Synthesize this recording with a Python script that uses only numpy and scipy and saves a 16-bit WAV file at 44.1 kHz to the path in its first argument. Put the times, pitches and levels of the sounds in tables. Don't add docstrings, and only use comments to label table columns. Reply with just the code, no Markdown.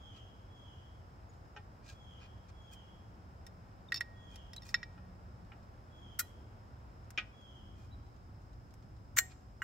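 import sys
import numpy as np
from scipy import signal
from scipy.fft import rfft, irfft, next_fast_len
from scipy.io import wavfile
from scipy.ndimage import map_coordinates

SR = 44100
rng = np.random.default_rng(int(sys.argv[2]) if len(sys.argv) > 2 else 0)


def int16_out(signal):
    q = np.round(np.clip(np.atleast_2d(signal).T, -1, 1) * 32767)
    wavfile.write(sys.argv[1], SR, q.astype(np.int16))


N = 424683

# (frequency [Hz], coherence [-1 to 1])
NEAR_COHERENCE = [(1500, 0.99), (3500, 0.21), (6000, 0.27), (9000, 0)]
FAR_COHERENCE = [(60, 0.93), (130, 0.95), (300, 0.76), (600, 0.3), (1200, -0.56), (3000, 0.48)]
# (frequency [Hz], spectral level [dB])
CLOTH_SPECTRUM = [(300, -16), (1500, -4), (2500, 5), (4000, 8), (7000, 2), (9500, -14), (15800, -20)]
# (frequency [Hz], t60 [s])
TREE_DECAY = [(1000, 0.44), (7000, 1.46)]


def contact(bracket_db, pad_db, pin_db, tick_db):
    # (frequency [Hz], level [dB], t60 [s])
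    bracket_modes = [(1430, -13.5, 0.041), (1700, -6, 0.0286), (1896, 1.5, 0.042), (2615, -7.5, 0.017),
                     (3600, -25, 0.061)]
    pad_modes = [(2670, -17.5, 0.059), (3670, -15, 0.069), (3660, -9.5, 0.03), (4240, -15.5, 0.0286),
                 (5364, 1.5, 0.043), (6000, -21.5, 0.034), (6760, -14, 0.024), (11500, -30.5, 0.053)]
    pin_modes = [(4540, -1, 0.064), (8700, -32, .04), (14700, -26.5, 0.064)]
    # (frequency [Hz], spectral level [dB])
    tick_spectrum = [(500, -19), (1500, 1.5), (3500, -7.5), (6000, -0.5), (8500, -6), (12000, -7.5),
                     (15800, -12)]
    clack_spectrum = [(600, -8), (1400, 1.5), (2000, 9.5), (3000, 4), (4000, 10.5), (5500, -10),
                      (7000, -14), (10000, -29), (15800, -40)]
    tick = amp(tick_db) * noise(tick_spectrum, NEAR_COHERENCE, SR) * fade(0.035)
    clack = noise(clack_spectrum, NEAR_COHERENCE, SR) * fade(0.055) * (1 - fade(0.0017))
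    clack *= amp(bracket_db - 21) + amp(pad_db - 19)
    bracket = amp(bracket_db) * ring(bracket_modes, spread=0.65)
    pad = amp(pad_db) * ring(pad_modes, spread=0.5)
    pin = amp(pin_db) * ring(pin_modes, spread=0.5)
    return bracket + pad + pin + tick + clack


def clinks():
    # (time [s], bracket [dB], pad [dB], tick [dB], low mode [dB], high mode [dB])
    drops = [(3.466, -52, -50, -53.5, -80, -85), (3.921, -24, -39, -48, -66, -64),
             (4.0085, -26, -39, -46, -55.5, -71), (4.7426, -19.5, -24, -54.5, -62.5, -56.5),
             (4.830, -36.5, -43.5, -72, -74, -61.5)]
    out = np.zeros((2, N))
    for time, bracket_db, pad_db, tick_db, low_db, high_db in drops:
        linger = amp(low_db) * tone(hz=1879, t60=1.15) + amp(high_db) * tone(hz=2328, t60=0.42)
        add(out, time, contact(bracket_db, pad_db, bracket_db - 25, tick_db) + linger)
    return out


def knocks():
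    # (time [s], disc [dB], bounce [dB], treble slope [dB/octave], hub [dB])
    blows = [(1.563, -49, -0.5, -3, -47.5), (4.977, -59.5, -30, -8, -58), (5.518, -44.5, -20, -15.5, -55.5),
             (7.1756, -24, -1, -7.5, -59)]
    # (frequency [Hz], level [dB], t60 [s])
    disc_modes = [(1254, -1.5, 0.11), (1485, -8, 0.15), (1660, -9, 0.16), (1900, -4, 0.18), (1970, -1, 0.1),
                  (2340, 8, 0.08), (2470, 14.5, 0.062), (2490, 3, 0.11), (2930, 15.5, 0.049),
                  (3000, 2, 0.041), (3280, 9, 0.043), (3710, 6, 0.03), (5550, 15.5, 0.018), (6675, 4, 0.05)]
    hub_modes = [(416, -11.5, 0.1), (828, -2.5, 0.12), (1355, 0.5, 0.075), (1555, -1.5, 0.054),
                 (1830, -7.5, 0.14)]
    # (frequency [Hz], spectral level [dB])
    knock_spectrum = [(180, -62), (300, -10), (459, -21.5), (540, -20), (692, -19), (1060, -35),
                      (1250, -12), (2170, -6), (2450, -2), (2960, -0.5), (4150, -11.5), (5640, -11.5),
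                      (10000, -42), (13000, -76), (22000, -120)]
    out = np.zeros((2, N))
    for time, disc_db, bounce_db, slope_db, hub_db in blows:
        softness = lambda hz: amp(slope_db * np.log2(np.clip(hz, 1800, 6000) / 1800))
        for delay, force_db in ((0, 0.0049), (0.007, bounce_db)):
            body = amp(-5) * noise(knock_spectrum, [(1000, 0.47), (6000, 0.074)], SR) * fade(0.1)
            ringing = amp(-19.5) * ring(disc_modes, spread=0.34, scatter=np.pi)
            disc = amp(disc_db) * filtered(body + ringing, softness)
            hub = amp(hub_db) * ring(hub_modes)
            add(out, time + delay, amp(force_db) * (1 - fade(0.003)) * (disc + hub))
    return out


def pad_slides():
    # (start [s], seated [s], scrape [dB], swell [dB], snap [dB], relative seat level [dB], clip [dB])
    inner_moves = [(6.1885, 6.1995, -27, 2.5, -37.5, -31, -46)]
    outer_moves = [(9.163, 9.173, -30.5, 2, -38, -28.5, -49.5), (9.171, 9.1872, -21.5, 22, -15, -24, -33),
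                   (9.6185, 9.6205, -57, 3, -49, -28.5, -58)]
    # (frequency [Hz], spectral level [dB])
    inner_scrape = [(410, -60.5), (700, -38.5), (1130, -49.5), (1260, -4), (1430, 4.5), (1590, -11),
                    (2040, -9), (2230, -16.5), (3530, -18), (5790, -8), (7810, -8), (10000, -16.5),
                    (11700, -3), (14800, -13.5), (15800, -15.5)]
    outer_scrape = [(400, -19), (900, -14), (1450, 0.5), (2150, 3.5), (2600, -8), (4600, -10), (6000, -4.5),
                    (6900, 1), (7400, 3.5), (7900, -3.5), (8700, -11), (9900, -23), (12300, -9),
                    (13400, -4), (14200, -2), (15300, -5.5), (15800, -8.5)]
    # (frequency [Hz], level [dB], t60 [s])
    inner_seat = [(1246, -4, 0.067), (1297, -2.5, .06), (1455, -4, 0.069), (1900, -10.5, .16),
                  (1930, -19.5, .08), (2466, -11.5, 0.11), (3235, -5.5, .06), (4000, -12.5, 0.15)]
    outer_seat = [(743, -31, 1), (1110, -8, 0.045), (1360, -17, .05), (1375, 0, 0.048), (1530, 2.5, 0.063),
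                  (1730, -3, 0.049), (1894, 3, 0.051), (2040, -6, 0.0685), (2884, -7, 0.076)]
    inner_clip = [(5426, -8, 0.08), (6492, -7, 0.07), (8516, 0, 0.056), (10790, -6, 0.049),
                  (11160, -10, 0.083), (12010, -14, 0.15), (12690, -10, 0.083), (13840, -1, 0.051),
                  (14450, -5, 0.058)]
    outer_clip = [(1870, 3, 0.16), (4210, 2, 0.062), (5900, 8.5, 0.027), (6440, -8, 0.091),
                  (7100, -1, 0.085), (7355, 5.5, .07), (7500, -1.5, 0.078), (7540, -13, 0.27),
                  (7650, -25, 0.44), (8400, -10, 0.11), (14100, -5, 0.08), (14111, -4, .09)]
    out, t = np.zeros((2, N)), clock()
    for moves, scrape, seat, clip in ((inner_moves, inner_scrape, inner_seat, inner_clip),
                                      (outer_moves, outer_scrape, outer_seat, outer_clip)):
        for start, seated, scrape_db, swell_db, snap_db, seat_db, clip_db in moves:
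            length = max(seated - start, 0.005)
            push = amp(swell_db * (np.minimum(t / length, 1) - 1)) * (1 - fade(0.016)) ** 2
            release = np.exp(-np.log(1000) * np.maximum(t - length, 0) / 0.048)
            chatter = noise(scrape, NEAR_COHERENCE, SR, grain_db=2.5)
            add(out, start, amp(scrape_db) * push * release * chatter)
            snap = noise(scrape, NEAR_COHERENCE, SR) * fade(0.013)
            add(out, seated, amp(snap_db) * snap + amp(clip_db) * ring(clip, spread=0.87))
            add(out, seated - 0.002, amp(seat_db - 7) * ring(seat, spread=0.42, scatter=np.pi))
    return out


def rattle(time=3.9429, flight_s=0.0164, restitution=0.66):
    out = np.zeros((2, N))
    for bounce in range(4):
        pad_db = -32.5 - 2.1 * bounce
        soft_db = pad_db - 5.5 * bounce
        add(out, time, contact(soft_db - 5.5, pad_db, pin_db=soft_db + 0.5, tick_db=soft_db - 11.5))
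        time += flight_s * restitution ** bounce
    return out


def touches():
    # (time [s], pad [dB], tick [dB])
    taps = [(4.0055, -54, -50), (4.358, -52, -53.5), (4.533, -46.5, -56.5), (4.563, -53, -49),
            (4.6205, -51, -64), (4.632, -54.5, -67), (4.690, -46, -57), (7.105, -72, -50.5),
            (8.739, -80.5, -60.5)]
    out = np.zeros((2, N))
    for time, pad_db, tick_db in taps:
        add(out, time, contact(pad_db - 8, pad_db, pad_db - 11, tick_db))
    return out


def squeaks(width_s=0.0034):
    # (time [s], frequency [Hz], level [dB])
    slips = [(3.89, 3660, -52), (4.568, 3980, -44.5), (4.583, 3920, -42)]
    out, t = np.zeros((2, N)), clock() - 0.5
    for time, hz, db in slips:
        add(out, time - 0.5, amp(db) * np.exp(-(t / width_s) ** 2) * np.sin(2 * np.pi * hz * t))
    return out


def rubs():
    # (centre time [s], width [s], level [dB], spectral slope [dB/octave])
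    strokes = [(.17, .03, -69.5, -1), (1.895, .037, -58, 3.5), (2.235, 0.033, -64.5, -7.5),
               (2.494, 0.013, -69, 2), (2.735, 0.017, -62, 12.5), (4.342, 0.041, -71, 7),
               (4.686, .036, -60.5, 9), (7.82, .065, -75, 8), (9.32, 0.018, -67, -2.5)]
    # (frequency [Hz], level [dB], t60 [s])
    steel_modes = [(1300, 3, 0.051), (1615, 2.5, 0.052), (1910, -8, 0.21), (2446, 8.5, 0.057),
                   (2610, -7, 0.062), (4270, -9.5, 0.14), (4870, -2.5, 0.055), (5370, -1, 0.04),
                   (6810, -3.5, .03)]
    out, t = np.zeros((2, N)), clock() - 0.5
    for time, width, db, slope_db in strokes:
        stroke = np.exp(-(t / width) ** 2)
        slips = unit(amp(3.5 * wobble(220, SR)))
        friction = slips * noise(CLOTH_SPECTRUM, NEAR_COHERENCE, SR, slope_db=slope_db)
        force = slips * rng.standard_normal((1, SR))
        steel = unit(signal.fftconvolve(force, ring(steel_modes), axes=1)[:, :SR])
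        add(out, time - 0.5, amp(db) * stroke * (friction + amp(1 - 0.34 * slope_db) * steel))
    return out


def bumps():
    # (centre time [s], width [s], level [dB])
    thuds = [(6.405, 0.049, -61.5)]
    # (frequency [Hz], spectral level [dB])
    thud_spectrum = [(200, -2), (390, 4), (600, -14), (1500, -30), (3000, -28), (6000, -42)]
    out, t = np.zeros((2, N)), clock() - 0.5
    for time, width, db in thuds:
        pressure = amp(db) * np.exp(-(t / width) ** 2)
        add(out, time - 0.5, pressure * noise(thud_spectrum, NEAR_COHERENCE, SR))
    return out


def fidgets(count=22):
    out, size = np.zeros((2, N)), SR // 8
    for moment, strength in rng.random((count, 2)):
        tick = noise(CLOTH_SPECTRUM, NEAR_COHERENCE, size, grain_db=2.5, slope_db=2.5)
        add(out, moment * N / SR, amp(-77 + 6 * strength) * tick * fade(0.07)[:size])
    return out


def bird_whistles(length_s=0.3, start_hz=3329, fall_hz=390):
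    # (time [s], relative level [dB])
    notes = [(-.1, -57.5), (.476, -62), (1.918, -62), (2.53, -62), (4.134, -61), (5.895, -61.5),
             (7.31, -61.5)]
    song, progress = np.zeros(N), np.minimum(clock() / length_s, 1)
    swell = np.abs(np.sin(np.pi * progress)) ** 0.52 * amp(-6 * progress)
    hz = start_hz - fall_hz * progress ** 2.1
    for time, db in notes:
        burr = 0.06 * progress ** 1.5 * wobble(260, SR)
        phase = 2 * np.pi * np.cumsum(hz * (1 + burr)) / SR
        add(song, time, amp(db + 6.5) * swell * (np.sin(phase) + amp(-20.5) * np.sin(2 * phase)))
    return amp(-12.5) * song + echo(song, TREE_DECAY)


def bird_chirps(arch=0.13):
    # (time [s], length [s], top frequency [Hz], level [dB])
    calls = [(1.287, .025, 6930, -66), (7.905, 0.056, 3980, -63)]
    song = np.zeros(N)
    for time, length, top_hz, db in calls:
        progress = np.minimum(clock() / length, 1)
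        hz = top_hz * (1 - arch * (2 * progress - 1) ** 2)
        swell = np.sin(np.pi * progress) ** 2
        add(song, time, amp(db) * swell * np.sin(2 * np.pi * np.cumsum(hz) / SR))
    return song + amp(-7) * echo(song, TREE_DECAY)


def outdoors():
    # (time [s], relative level [dB])
    traffic_levels = [(0.1, -56), (3.44, -55), (6.81, -54), (7.41, -56.5), (7.97, -51), (8.08, -54.5),
                      (8.97, -53), (9.55, -56)]
    air_levels = [(0.1, -68), (7.15, -67.5), (7.31, -68.5), (9.55, -71)]
    # (frequency [Hz], spectral level [dB])
    traffic_spectrum = [(12, -37.5), (20, -21.5), (49, 0.5), (102, 0.5), (122, -2.5), (141, -10.5),
                        (188, -11), (260, -15), (297, -15.5), (342, -19), (380, -16.5), (450, -47),
                        (580, -57.5), (990, -120)]
    air_spectrum = [(250, -14), (450, 1.5), (800, 2), (1350, -2), (2100, -13), (3500, -21.5), (6000, -29),
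                    (9000, -39.5), (15800, -46.5)]
    hiss_spectrum = [(1500, -9), (4500, -0.5), (4900, 7), (5250, 15), (5600, -1), (7100, 0), (8300, -2.5),
                     (9300, -12), (12000, -7.5), (15500, -7)]
    traffic = amp(curve(traffic_levels) + 1) * noise(traffic_spectrum, FAR_COHERENCE, N)
    air = amp(curve(air_levels) + 5.5) * noise(air_spectrum, FAR_COHERENCE, N)
    hiss = amp(-77.5) * noise(hiss_spectrum, [(1000, 0.024)], N)
    return traffic + air + hiss


def engine(ramp_s=0.4, reference_hz=181.6):
    # (start [s], end [s], pitch [Hz], level [dB])
    pulls = [(2.0, 5.8, 182.7, -66.5), (6.95, 8.1, 210, -67.5)]
    # (frequency [Hz], spectral level [dB])
    drone_spectrum = [(150, -40.5), (172, -7), (181, -2.5), (190, -17.5), (215, -18.5), (400, -80.5)]
    out, t = np.zeros((2, N)), np.arange(N) / SR
    for start, end, pitch_hz, db in pulls:
        effort = np.clip(np.minimum(t - start, end - t) / ramp_s, 0, 1) ** 0.5
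        spectrum = [(hz * pitch_hz / reference_hz, level) for hz, level in drone_spectrum]
        out += amp(db) * effort * noise(spectrum, FAR_COHERENCE, N)
    return out


def ring(modes, spread=0.88, scatter=0):
    t, sound = clock(), np.zeros((2, SR))
    for hz, db, t60 in modes:
        level_draw, channel_draw, mode_draw = rng.standard_normal((3, 2, 1))
        phase = spread * min(hz / 3000, 2) * channel_draw + scatter * mode_draw[0]
        sound += amp(db + level_draw) * fade(t60) * np.sin(2 * np.pi * hz * t + phase)
    return sound * (1 - fade(0.0033))


def tone(hz, t60):
    return fade(t60) * (1 - fade(0.003)) * np.sin(2 * np.pi * hz * clock())


def noise(spectrum, coherence, size, grain_db=0, slope_db=0):
    grains = wobble(SR / 44, size)
    white = rng.standard_normal((2, size)) * amp(grain_db * grains)
    angle = lambda hz: np.arccos(np.clip(along(coherence, hz), -1, 1)) / 2
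    low_cut = lambda hz: hz ** 2 / (hz ** 2 + (spectrum[0][0] / 2) ** 2)
    colour = lambda hz: low_cut(hz) * amp(along(spectrum, hz) + slope_db * np.log2(hz + 1))
    mid, side = filtered(white, lambda hz: colour(hz) * [np.cos(angle(hz)), np.sin(angle(hz))])
    return unit(np.array([mid + side, mid - side]))


def echo(x, decay):
    hz, t, bins = signal.stft(rng.standard_normal((2, SR)), SR, nperseg=256)
    damping = np.exp(-np.log(1000) * t / along(decay, hz)[:, None])
    tail = signal.istft(bins * damping, SR, nperseg=256)[1]
    return signal.fftconvolve(np.atleast_2d(x), tail / np.linalg.norm(tail[0]), axes=1)[:, :N]


def filtered(x, response):
    size = next_fast_len(x.shape[-1] + 8192)
    return irfft(rfft(x, size) * response(np.fft.rfftfreq(size, 1 / SR)), size)[..., :x.shape[-1]]


def add(track, time, sound):
    start = round(time * SR)
    part = sound[..., max(-start, 0):max(N - start, 0)]
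    track[..., max(start, 0):max(start, 0) + part.shape[-1]] += part


def wobble(rate, size):
    knots = rng.standard_normal(int(size * rate / SR) + 4)
    return map_coordinates(knots, [np.arange(size) * rate / SR], order=1)


def along(points, hz):
    frequencies, values = np.transpose(points)
    return np.interp(np.log(hz + 1), np.log(frequencies + 1), values)


def curve(points):
    return np.interp(np.arange(N) / SR, *np.transpose(points))


def fade(t60):
    return np.exp(-np.log(1000) * clock() / t60)


def clock():
    return np.arange(SR) / SR


def amp(db):
    return 10 ** (np.asarray(db) / 20)


def unit(x):
    return x / np.sqrt(np.mean(x ** 2) + 1e-20)


def scene():
    # (frequency [Hz], left minus right [dB])
    balance = [(1500, -2), (2200, -2), (3700, 3), (5500, -2.5), (7200, -1), (8000, 10.5), (9500, 1.5),
               (12000, 3.5), (14500, 4.5)]
    # (frequency [Hz], t60 [s])
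    yard_decay = [(300, 0.35), (2000, 0.45), (7000, 0.48), (15000, 0.25)]
    sides = np.array([[0.5], [-0.5]])
    pads = pad_slides()
    light = clinks() + rattle() + touches() + squeaks() + rubs() + fidgets()
    heavy = knocks() * amp(0.5 * sides)
    radiation = lambda hz: (1j * hz / (350 + 1j * hz)) ** 2
    close = filtered(light + pads, lambda hz: radiation(hz) * amp(sides * along(balance, hz)))
    yard = echo(amp(-27) * light + amp(-26.5) * pads + amp(-21.5) * heavy, yard_decay)
    return close + heavy + bumps() + yard + bird_whistles() + bird_chirps() + outdoors() + engine()


def record(dry):
    cutoff_hz, transition_hz = 15950, 400
    return filtered(dry, lambda hz: np.clip((cutoff_hz - hz) / transition_hz + 0.5, 0, 1))


dry = scene()
out = record(dry)
int16_out(out)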